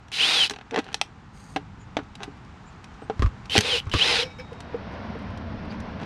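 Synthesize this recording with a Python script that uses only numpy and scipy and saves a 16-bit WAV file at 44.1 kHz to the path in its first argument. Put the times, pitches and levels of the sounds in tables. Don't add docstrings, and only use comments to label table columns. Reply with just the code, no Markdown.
import sys
import numpy as np
from scipy import signal
from scipy.fft import rfft, irfft, next_fast_len
from scipy.io import wavfile
from scipy.ndimage import uniform_filter1d

SR = 44100
rng = np.random.default_rng(int(sys.argv[2]) if len(sys.argv) > 2 else 0)


def to_wav(s):
    ch = np.atleast_2d(s).T
    pcm = np.round(np.clip(ch, -1, 1) * 32767)
    wavfile.write(sys.argv[1], SR, pcm.astype(np.int16))


N = 266893

# (frequency [Hz], relative density [dB])
YARD_SPECTRUM = [(15, -50), (25, -9.5), (76, 1.5), (208, -2.5), (286, -9.5), (511, -18.5), (569, -22.5),
                 (846, -13), (966, -16.5), (1290, -17), (1970, -24), (7220, -42), (14000, -72)]
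TYRE_SPECTRUM = [(190, -46), (330, -2), (679, 0.5), (846, -3), (989, -1), (1230, -7.5), (1400, -5.5),
                 (3810, -20.5), (5460, -26), (7720, -49), (14000, -56)]
EXHAUST_SPECTRUM = [(15, -51.5), (25, -3), (48, -25), (64, 1), (81, 0), (145, -9), (220, 1.5), (259, -10),
                    (300, -8), (390, -55), (660, -120)]
# (time [s], relative level [dB])
AIR_ENVELOPE = [(0.0, -50), (0.24, -51.5), (4.4, -44)]
ENGINE_ENVELOPE = [(0.0, -50), (1.13, -49), (1.79, -43), (2.42, -46), (5.8, -37.5), (6.05, -37.5)]
TYRE_ENVELOPE = [(4.3, -59.5), (4.72, -43), (4.95, -40), (5.45, -42.5), (6.05, -41.5)]
# (frequency [Hz], width [Hz], gain [dB])
COVER_MODES = [(282, 13, 10), (421, 28, 12), (776, 117, 6), (1624, 190, 4.5), (1986, 35, 2.5),
               (2610, 650, 4.5), (3190, 400, -0.5), (3840, 380, 1), (4430, 200, -3), (5800, 540, 0),
               (8560, 167, -3.5)]
HOUSING_MODES = [(790, 150, -4), (1470, 130, -15), (2580, 240, -7), (3980, 89, -8.5), (4890, 470, -15),
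                 (9160, 350, -1)]
MIC_CASE_MODES = [(277, 155, 11.5), (1118, 90, 13), (1217, 66, -6)]
BUZZ_MODES = [(4740, 1100, 4), (6460, 1100, 5), (8200, 840, 1.5), (10500, 630, -9)]
# (time [s], level [dB])
TICKS = [(0.083, -54), (0.8424, -48.5), (0.928, -45), (2.153, -43.5), (2.842, -47), (3.456, -47.5),
         (3.896, -45), (4.396, -60), (4.5296, -53), (4.604, -43), (5.374, -50.5), (5.802, -48.5)]
# (start [s], spin-up [s], coast [s], top rate [Hz], rate at braking [Hz],
# start lag [1 = none], rattle [dB], rattle treble [dB], kicks [dB], powered whine [dB],
# coasting whine [dB], mesh tone re whine [dB], cover hollow [dB], planet tones re rattle [dB])
PULLS = [(.117, .198, 0.13, 3787, 2910, 1.044, -22.5, 2, -21, -17, -17, 7, -15, -25),
         (3.497, 0.16, 0.11, 3680, 2677, 1.42, -22.5, 0, -13.5, -22, -19, -18, 8.5, -23),
         (3.915, .183, 0.11, 4173, 3143, 1.18, -22, -3.5, -17.5, -13.5, -28, -8, 3.5, -7)]
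# (frequency [Hz], relative density [dB])
GEAR_SPECTRUM = [(88, -50), (150, -10), (366, -7), (462, -4), (583, -9), (1340, -6.5), (1450, -6.5),
                 (1700, -6.5), (3830, -3.5), (6110, -17), (9360, -28), (15500, -44.5)]
# (time [s], level [dB], contact [ms], low-end weight [dB])
KNOCKS = [(.497, -29, 0.013, -13), (.508, -29, 0.011, 9.5), (0.7094, -40, 0.089, -25),
          (0.7433, -25.5, 0.17, 0), (0.7601, -23, 0.17, -12), (0.7874, -27, 0.09, 3.5),
          (0.8874, -41, 0.19, -16), (0.9429, -24, 0.029, -27), (1.0133, -19.5, 0.048, -33),
          (1.561, -20.5, 0.15, 3), (1.968, -20.5, 0.21, -3), (1.988, -29.5, 0.25, 6),
          (2.232, -32.5, 0.031, 3), (2.278, -34, 0.98, 18), (3.018, -37.5, .4, 4), (3.0982, -22, 0.3, 4.5),
          (3.604, -32, 0.021, 3), (3.6074, -24.5, 0.0062, -22), (4.743, -32.5, 0.46, 6)]
# (time [s], length [s], level [dB], contact [ms], low-end weight [dB])
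RUBS = [(0.712, 0.048, -30.5, 0.37, 0), (0.757, 0.054, -24.5, 0.26, 1), (0.804, 0.16, -46, 0.2, -17),
        (2.188, 0.076, -41, 0.36, -24), (5.688, 0.083, -48.5, 0.14, -5), (5.991, 0.068, -38, 0.13, 3.5)]
# (time [s], level [dB], frequency [Hz])
HOLLOW_BUMPS = [(1.561, -23, 742), (.724, -37, 450), (.785, -19.5, 291), (3.555, -19.5, 367),
                (3.58, -18, 206), (4.518, -31.5, 470), (4.744, -21.5, 478), (5.153, -31.5, 450)]
# (time [s], length [s], pitch [Hz], level [dB])
CHIRPS = [(1.78, 0.08, 7000, -60), (2.65, 0.065, 7340, -59), (2.2, .06, 6100, -61), (3.0, 0.071, 8400, -66)]
# (time [s], thud [dB], thud frequency [Hz], case rattle [dB])
ARM_BUMPS = [(3.194, -15.5, 84, -32.5), (3.222, -15.5, 63.6, -21), (3.242, -11, 78, -38),
             (3.261, -13, 57, -33), (3.578, -16, 102, -51), (3.868, -23, 89, -39.5),
             (3.938, -20.5, 68.6, -19), (3.946, -14, 82.4, -45)]
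# (time [s], level [dB], chatter decay [ms])
JIGGLES = [(4.222, -27, 20), (4.252, -37, 15), (4.3, -45.5, 18), (4.385, -39.5, 6.4), (4.3963, -37, 5.6),
           (4.528, -50, 2.2)]
# (frequency [Hz], relative level [dB], T60 [s])
BOLT_MODES = [(512, 1.5, .095), (2280, 0, 0.11), (2364, -6, .08), (2560, -4.5, .12), (3070, -14, .08),
              (3765, -25.5, 2.2), (4070, -12, 0.087), (4820, -12.5, .1), (5260, -8, .1), (5448, -12, 0.11),
              (5850, -14.5, 0.091)]

TIME_S, RING_S = np.arange(N) / SR, np.arange(8192) / SR
BINS_HZ = np.fft.rfftfreq(N, 1 / SR)
STATOR_HZ, HOLLOW_HZ = 3020, 483
BRAKE_S, FULL_TORQUE_HZ_PER_S = 0.036, 25400


def amp(db):
    return 10 ** (np.asarray(db) / 20)


def unit_rms(x):
    return x / np.sqrt(np.mean(x ** 2) + 1e-20)


def unit_blow(x):
    return x / np.sqrt(np.sum(x ** 2) / (SR / 100) + 1e-20)


def spectrum_gain(points, hz):
    f, db = np.transpose(points)
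    return amp(np.interp(np.log(hz + 1), np.log(f + 1), db))


def envelope(points):
    return amp(np.interp(TIME_S, *np.transpose(points)))


def place(events):
    out = np.zeros(N)
    for at_s, sound in events:
        part = out[round(at_s * SR):][:len(sound)]
        part += sound[:len(part)]
    return out


def filtered(x, response):
    size = next_fast_len(2 * len(x))
    return irfft(rfft(x, size) * response(np.fft.rfftfreq(size, 1 / SR)), size)[:len(x)]


def resonances(modes, hz):
    return sum(amp(db) * 1j * hz * width / (f * f - hz * hz + 1j * hz * width) for f, width, db in modes)


def wobble(count, span):
    return unit_rms(uniform_filter1d(rng.standard_normal(count), size=span))


def grains(count, per_s, spread_db):
    size = amp(spread_db * np.minimum(rng.exponential(1, count), 4))
    return unit_rms(size * rng.standard_normal(count) * (rng.random(count) < per_s / SR))


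def wash(spectrum, band_hz, waver_db):
    shape = spectrum_gain(spectrum, BINS_HZ)
    in_band = (BINS_HZ > band_hz[0]) & (BINS_HZ < band_hz[1])
    share = np.sum(shape[in_band] ** 2) / np.sum(shape ** 2)
    waver = unit_rms(filtered(rng.standard_normal(N), lambda hz: np.exp(-hz / 12)))
    noise = unit_rms(irfft(rfft(rng.standard_normal(N)) * shape, N))
    return noise / np.sqrt(share) * amp(waver_db * waver)


def street():
    near = np.interp(TIME_S, [4.2, 4.8], [0, 1])
    engines = envelope(ENGINE_ENVELOPE)
    air = filtered(wash(YARD_SPECTRUM, (500, 2000), 0.37), lambda hz: hz ** 2 / (hz ** 2 + 280 ** 2))
    traffic = filtered(wash(YARD_SPECTRUM, (60, 260), 0.65), lambda hz: 1 / (1 + (hz / 300) ** 4))
    far = amp(-4) * envelope(AIR_ENVELOPE) * air + amp(-1) * engines * traffic
    tyres = amp(-1.5) * envelope(TYRE_ENVELOPE) * wash(TYRE_SPECTRUM, (600, 2000), 0.55)
    exhaust = amp(3.5) * engines * wash(EXHAUST_SPECTRUM, (60, 260), 1.2)
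    exhaust_in = np.interp(TIME_S, [4.33, 5.08], [0, 1])
    return np.sqrt(1 - near) * far + np.minimum(2 * near, 1) * tyres + exhaust_in * exhaust


def chatter(decay_ms, first_hit):
    flurry = rng.standard_normal(len(RING_S)) * np.exp(-RING_S * 1000 / decay_ms)
    flurry /= np.linalg.norm(flurry)
    flurry[0] += first_hit / 2
    return np.pad(flurry, (SR // 2000, 0))[:len(RING_S)]


def cover(force, contact_ms, weight_db):
    spot = rng.standard_normal((len(COVER_MODES), 2))
    modes = [(hz * (1 + 0.027 * shift), width, db + 0.87 * gain)
             for (hz, width, db), (shift, gain) in zip(COVER_MODES, spot)]

    def response(hz):
        softness = (1 + 1j * hz * np.pi * contact_ms / 1000) ** -2
        push = (amp(weight_db) + 1j * hz / 900) / (1 + 1j * hz / 900)
        radiation = spectrum_gain(
            [(40, -23), (170, 1.5), (300, 6.5), (5500, 1.5), (9500, -4), (15000, -20)], hz)
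        return softness * push * radiation * (1 + resonances(modes, hz))
    attack = np.minimum(np.arange(len(force)) / (SR / 2000), 1)
    return filtered(force, response) * attack


def knock(db, contact_ms, weight_db, chatter_ms=3.9, first_hit=0.44):
    return amp(db) * unit_blow(cover(chatter(chatter_ms, first_hit), contact_ms, weight_db))


def ticks(faint_per_s=5.3):
    draws = rng.random((round(faint_per_s * N / SR), 2))
    faint = [(when * N / SR, -60.5 - 2 * softer) for when, softer in draws]
    return place((at_s, knock(db, contact_ms=0.028, weight_db=-22)) for at_s, db in TICKS + faint)


def motor_rate(t, spin_up_s, coast_s, top_hz, brake_hz, lag, creep_hz=70.7, crest_s=0.014):
    rise = np.sin(np.pi / 2 * np.minimum(t / spin_up_s, 1) ** lag)
    released_s = np.maximum(t - spin_up_s, 0)
    sink = (np.hypot(released_s, crest_s) - crest_s) / (np.hypot(coast_s, crest_s) - crest_s)
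    brake = np.clip(1 - (t - spin_up_s - coast_s) / BRAKE_S, 0, 1)
    return creep_hz + (top_hz - creep_hz - (top_hz - brake_hz) * sink) * rise * brake


def field_kicks(cycles, rate_hz, speed):
    steps = np.diff(np.floor(cycles), prepend=-1) * (1 + 0.54 * rng.standard_normal(len(cycles)))
    steps *= rng.choice([-1, 1, 1], len(cycles))
    kicks = speed ** 0.15 * steps * np.sqrt(SR / rate_hz) / (1 + (rate_hz / 2000) ** 4)
    return filtered(kicks, lambda hz: 0.5 + resonances([(STATOR_HZ, 200, 2)], hz))


def stator_whine(cycles, rate_hz, torque, kicks, powered_db, coasting_db, mesh_db):
    phase = 2 * np.pi * cycles
    tones = np.sin(phase) + amp(mesh_db) * torque ** 3 * np.sin(phase * 5 / 4)
    tones *= 1 + 0.087 * wobble(len(cycles), span=130)
    tones *= rate_hz ** 6 / (rate_hz ** 6 + 2400.0 ** 6)
    tones *= amp(coasting_db + (powered_db - coasting_db) * torque)
    return filtered(np.sqrt(2) * tones + kicks, lambda hz: resonances([(STATOR_HZ, 365, 0)], hz))


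def gear_rattle(cycles, rate_hz, speed, treble_db, hollow_db, planets_db):
    shaft_rad = 2 * np.pi * cycles / 12
    orders = unit_rms(sum(np.cos(k * shaft_rad + rng.uniform(0, 2 * np.pi)) for k in range(2, 40)))
    teeth = grains(len(cycles), per_s=11000, spread_db=2) * (1 + 0.17 * np.cos(shaft_rad))
    planets = unit_rms(sum(np.cos(k * shaft_rad) for k in range(6, 40, 3) if k != 12))
    force = teeth + 0.3 * speed * orders + amp(planets_db) * speed ** 2 * planets
    modes = HOUSING_MODES + [(HOLLOW_HZ, 70, hollow_db)]
    rattle = filtered(force, lambda hz: spectrum_gain(GEAR_SPECTRUM, hz) * (0.5 + resonances(modes, hz)))
    body = filtered(rattle, lambda hz: 1 / (1 + (hz / 1900) ** 4))
    body_gain = amp(11.6 * (rate_hz / 3800 - 1.5))
    rattle = unit_rms(rattle + body * (body_gain - 1))
    return speed ** 0.65 * filtered(rattle, lambda hz: amp(treble_db * hz ** 4 / (hz ** 4 + 7000 ** 4)))


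def bolt_load(time_s, free_s=3.585):
    gap_s = abs(time_s - free_s)
    strain_db = 5.5 * np.exp(-gap_s / 0.14) * (time_s < free_s)
    slack_db = -19.5 * np.exp(-gap_s / 0.063) * (time_s >= free_s)
    return amp(uniform_filter1d(np.array([strain_db, slack_db]), size=300))


def trigger_pull(start_s, spin_up_s, coast_s, top_hz, brake_hz, lag, rattle_db, treble_db,
                 kick_db, powered_db, coasting_db, mesh_db, hollow_db, planets_db):
    t = np.arange(0, spin_up_s + coast_s + BRAKE_S, 1 / SR)
    rate_hz = motor_rate(t, spin_up_s, coast_s, top_hz, brake_hz, lag)
    torque = uniform_filter1d(np.clip(np.gradient(rate_hz) * SR / FULL_TORQUE_HZ_PER_S, 0, 1), size=600)
    rate_hz *= 1 + 0.006 * wobble(len(t), span=130)
    cycles, speed = np.cumsum(rate_hz) / SR, rate_hz / top_hz
    kicks = amp(kick_db) * field_kicks(cycles, rate_hz, speed)
    whine = stator_whine(cycles, rate_hz, torque, kicks, powered_db, coasting_db, mesh_db)
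    rattle = amp(rattle_db) * gear_rattle(cycles, rate_hz, speed, treble_db, hollow_db, planets_db)
    strain, slack = bolt_load(start_s + t)
    return slack * (whine + strain * rattle) * signal.windows.tukey(len(t), 0.005)


def driver():
    events = []
    for start_s, *settings in PULLS:
        events.append((start_s, trigger_pull(start_s, *settings)))
        events.append((start_s, knock(-40, contact_ms=0.038, weight_db=-24.5)))
    return place(events)


def knocks():
    return place((at_s, knock(db, contact_ms, weight_db, chatter_ms=2.7 + 2.56 * min(amp(weight_db), 2)))
                 for at_s, db, contact_ms, weight_db in KNOCKS)


def rocking_bolt(start_s=0.536, gap_s=0.025):
    return place((start_s + k * gap_s, knock(-38 - 1.8 * k, contact_ms=0.17, weight_db=-18))
                 for k in range(4))


def rubs():
    events = []
    for at_s, length_s, db, contact_ms, weight_db in RUBS:
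        friction = grains(round(length_s * SR), per_s=2500, spread_db=4.4)
        rub = unit_rms(cover(friction, contact_ms, weight_db))
        events.append((at_s, amp(db) * rub * signal.windows.tukey(len(rub), 0.7)))
    return place(events)


def damped_swing(hz, peak_s, ramp_s):
    return RING_S / ramp_s * np.exp(1 - RING_S / peak_s) * np.sin(2 * np.pi * hz * RING_S)


def hollow_bumps():
    return place((at_s, amp(db) * damped_swing(hz, peak_s=0.0047, ramp_s=0.0051))
                 for at_s, db, hz in HOLLOW_BUMPS)


def buzz(start_s=1.31, length_s=0.3, db=-59.5):
    grit = grains(round(length_s * SR), per_s=4700, spread_db=0.9)
    sound = unit_rms(filtered(grit, lambda hz: resonances(BUZZ_MODES, hz) ** 2))
    return place([(start_s, amp(db) * sound * signal.windows.tukey(len(sound), 0.5))])


def whistle(length_s, hz, db):
    arch = np.hanning(round(length_s * SR))
    pitch_hz = hz * (1 + 0.0295 * (arch - 1) + 0.035 * wobble(len(arch), span=60))
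    return amp(db) * arch * np.sin(2 * np.pi * np.cumsum(pitch_hz) / SR)


def birds():
    return place((at_s, whistle(length_s, hz, db)) for at_s, length_s, hz, db in CHIRPS)


def arm_bumps():
    events = []
    for at_s, thud_db, hz, rattle_db in ARM_BUMPS:
        force = chatter(decay_ms=11, first_hit=1.43)
        rattle = filtered(force, lambda f: resonances(MIC_CASE_MODES, f) / (1 + (f / 7000) ** 4))
        events.append((at_s, amp(thud_db) * damped_swing(hz, peak_s=0.006, ramp_s=0.0054)))
        events.append((at_s, amp(rattle_db) * unit_blow(rattle)))
    return place(events)


def hammer(start_s=3.553, blows_per_s=115, freeing_blow=3):
    events = []
    for k in range(5):
        db = -12 if k == freeing_blow else -20.5
        blow = knock(db, contact_ms=0.17 * 0.6 ** k, weight_db=8.5 - 3.5 * k,
                     chatter_ms=1.13, first_hit=0.66)
        events.append((start_s + k / blows_per_s, blow))
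    return place(events)


def loose_bolt():
    t = np.arange(SR) / SR
    ring = unit_blow(sum(amp(db - 60 * t / t60_s) * np.sin(2 * np.pi * hz * t)
                         for hz, db, t60_s in BOLT_MODES))
    ring[:len(RING_S)] += knock(-8.5, contact_ms=0.15, weight_db=0, chatter_ms=5.2, first_hit=0)
    return place((at_s, amp(db) * unit_blow(signal.fftconvolve(chatter(decay_ms, first_hit=0.27), ring)))
                 for at_s, db, decay_ms in JIGGLES)


def finger_squeak(start_s=5.692):
    return place([(start_s, whistle(length_s=0.039, hz=4650, db=-46))])


def reflections(x, t60_s=0.13, wet_db=-16, delay_s=0.003):
    taps = grains(len(RING_S), per_s=4000, spread_db=1) * amp(-60 * RING_S / t60_s) * (RING_S > delay_s)
    return amp(wet_db) * signal.fftconvolve(x, taps / np.linalg.norm(taps))[:N]


def scene():
    work = ticks() + driver() + knocks() + rocking_bolt()
    work += rubs() + hollow_bumps() + hammer() + loose_bolt()
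    mono = work + reflections(work) + street() + buzz() + birds() + arm_bumps() + finger_squeak()
    return np.array([mono, mono])


def record(dry):
    ceiling, rolloff_hz, edge_hz = 0.82, 13000, 15700
    rounded = dry / (1 + (abs(dry) / ceiling) ** 4) ** 0.25
    dulled = signal.sosfilt(signal.butter(2, rolloff_hz, fs=SR, output="sos"), rounded)
    band_limit = signal.firwin(511, edge_hz, window=("kaiser", 9), fs=SR)
    return signal.oaconvolve(dulled, band_limit[None], "same")


dry = scene()
out = record(dry)
to_wav(out)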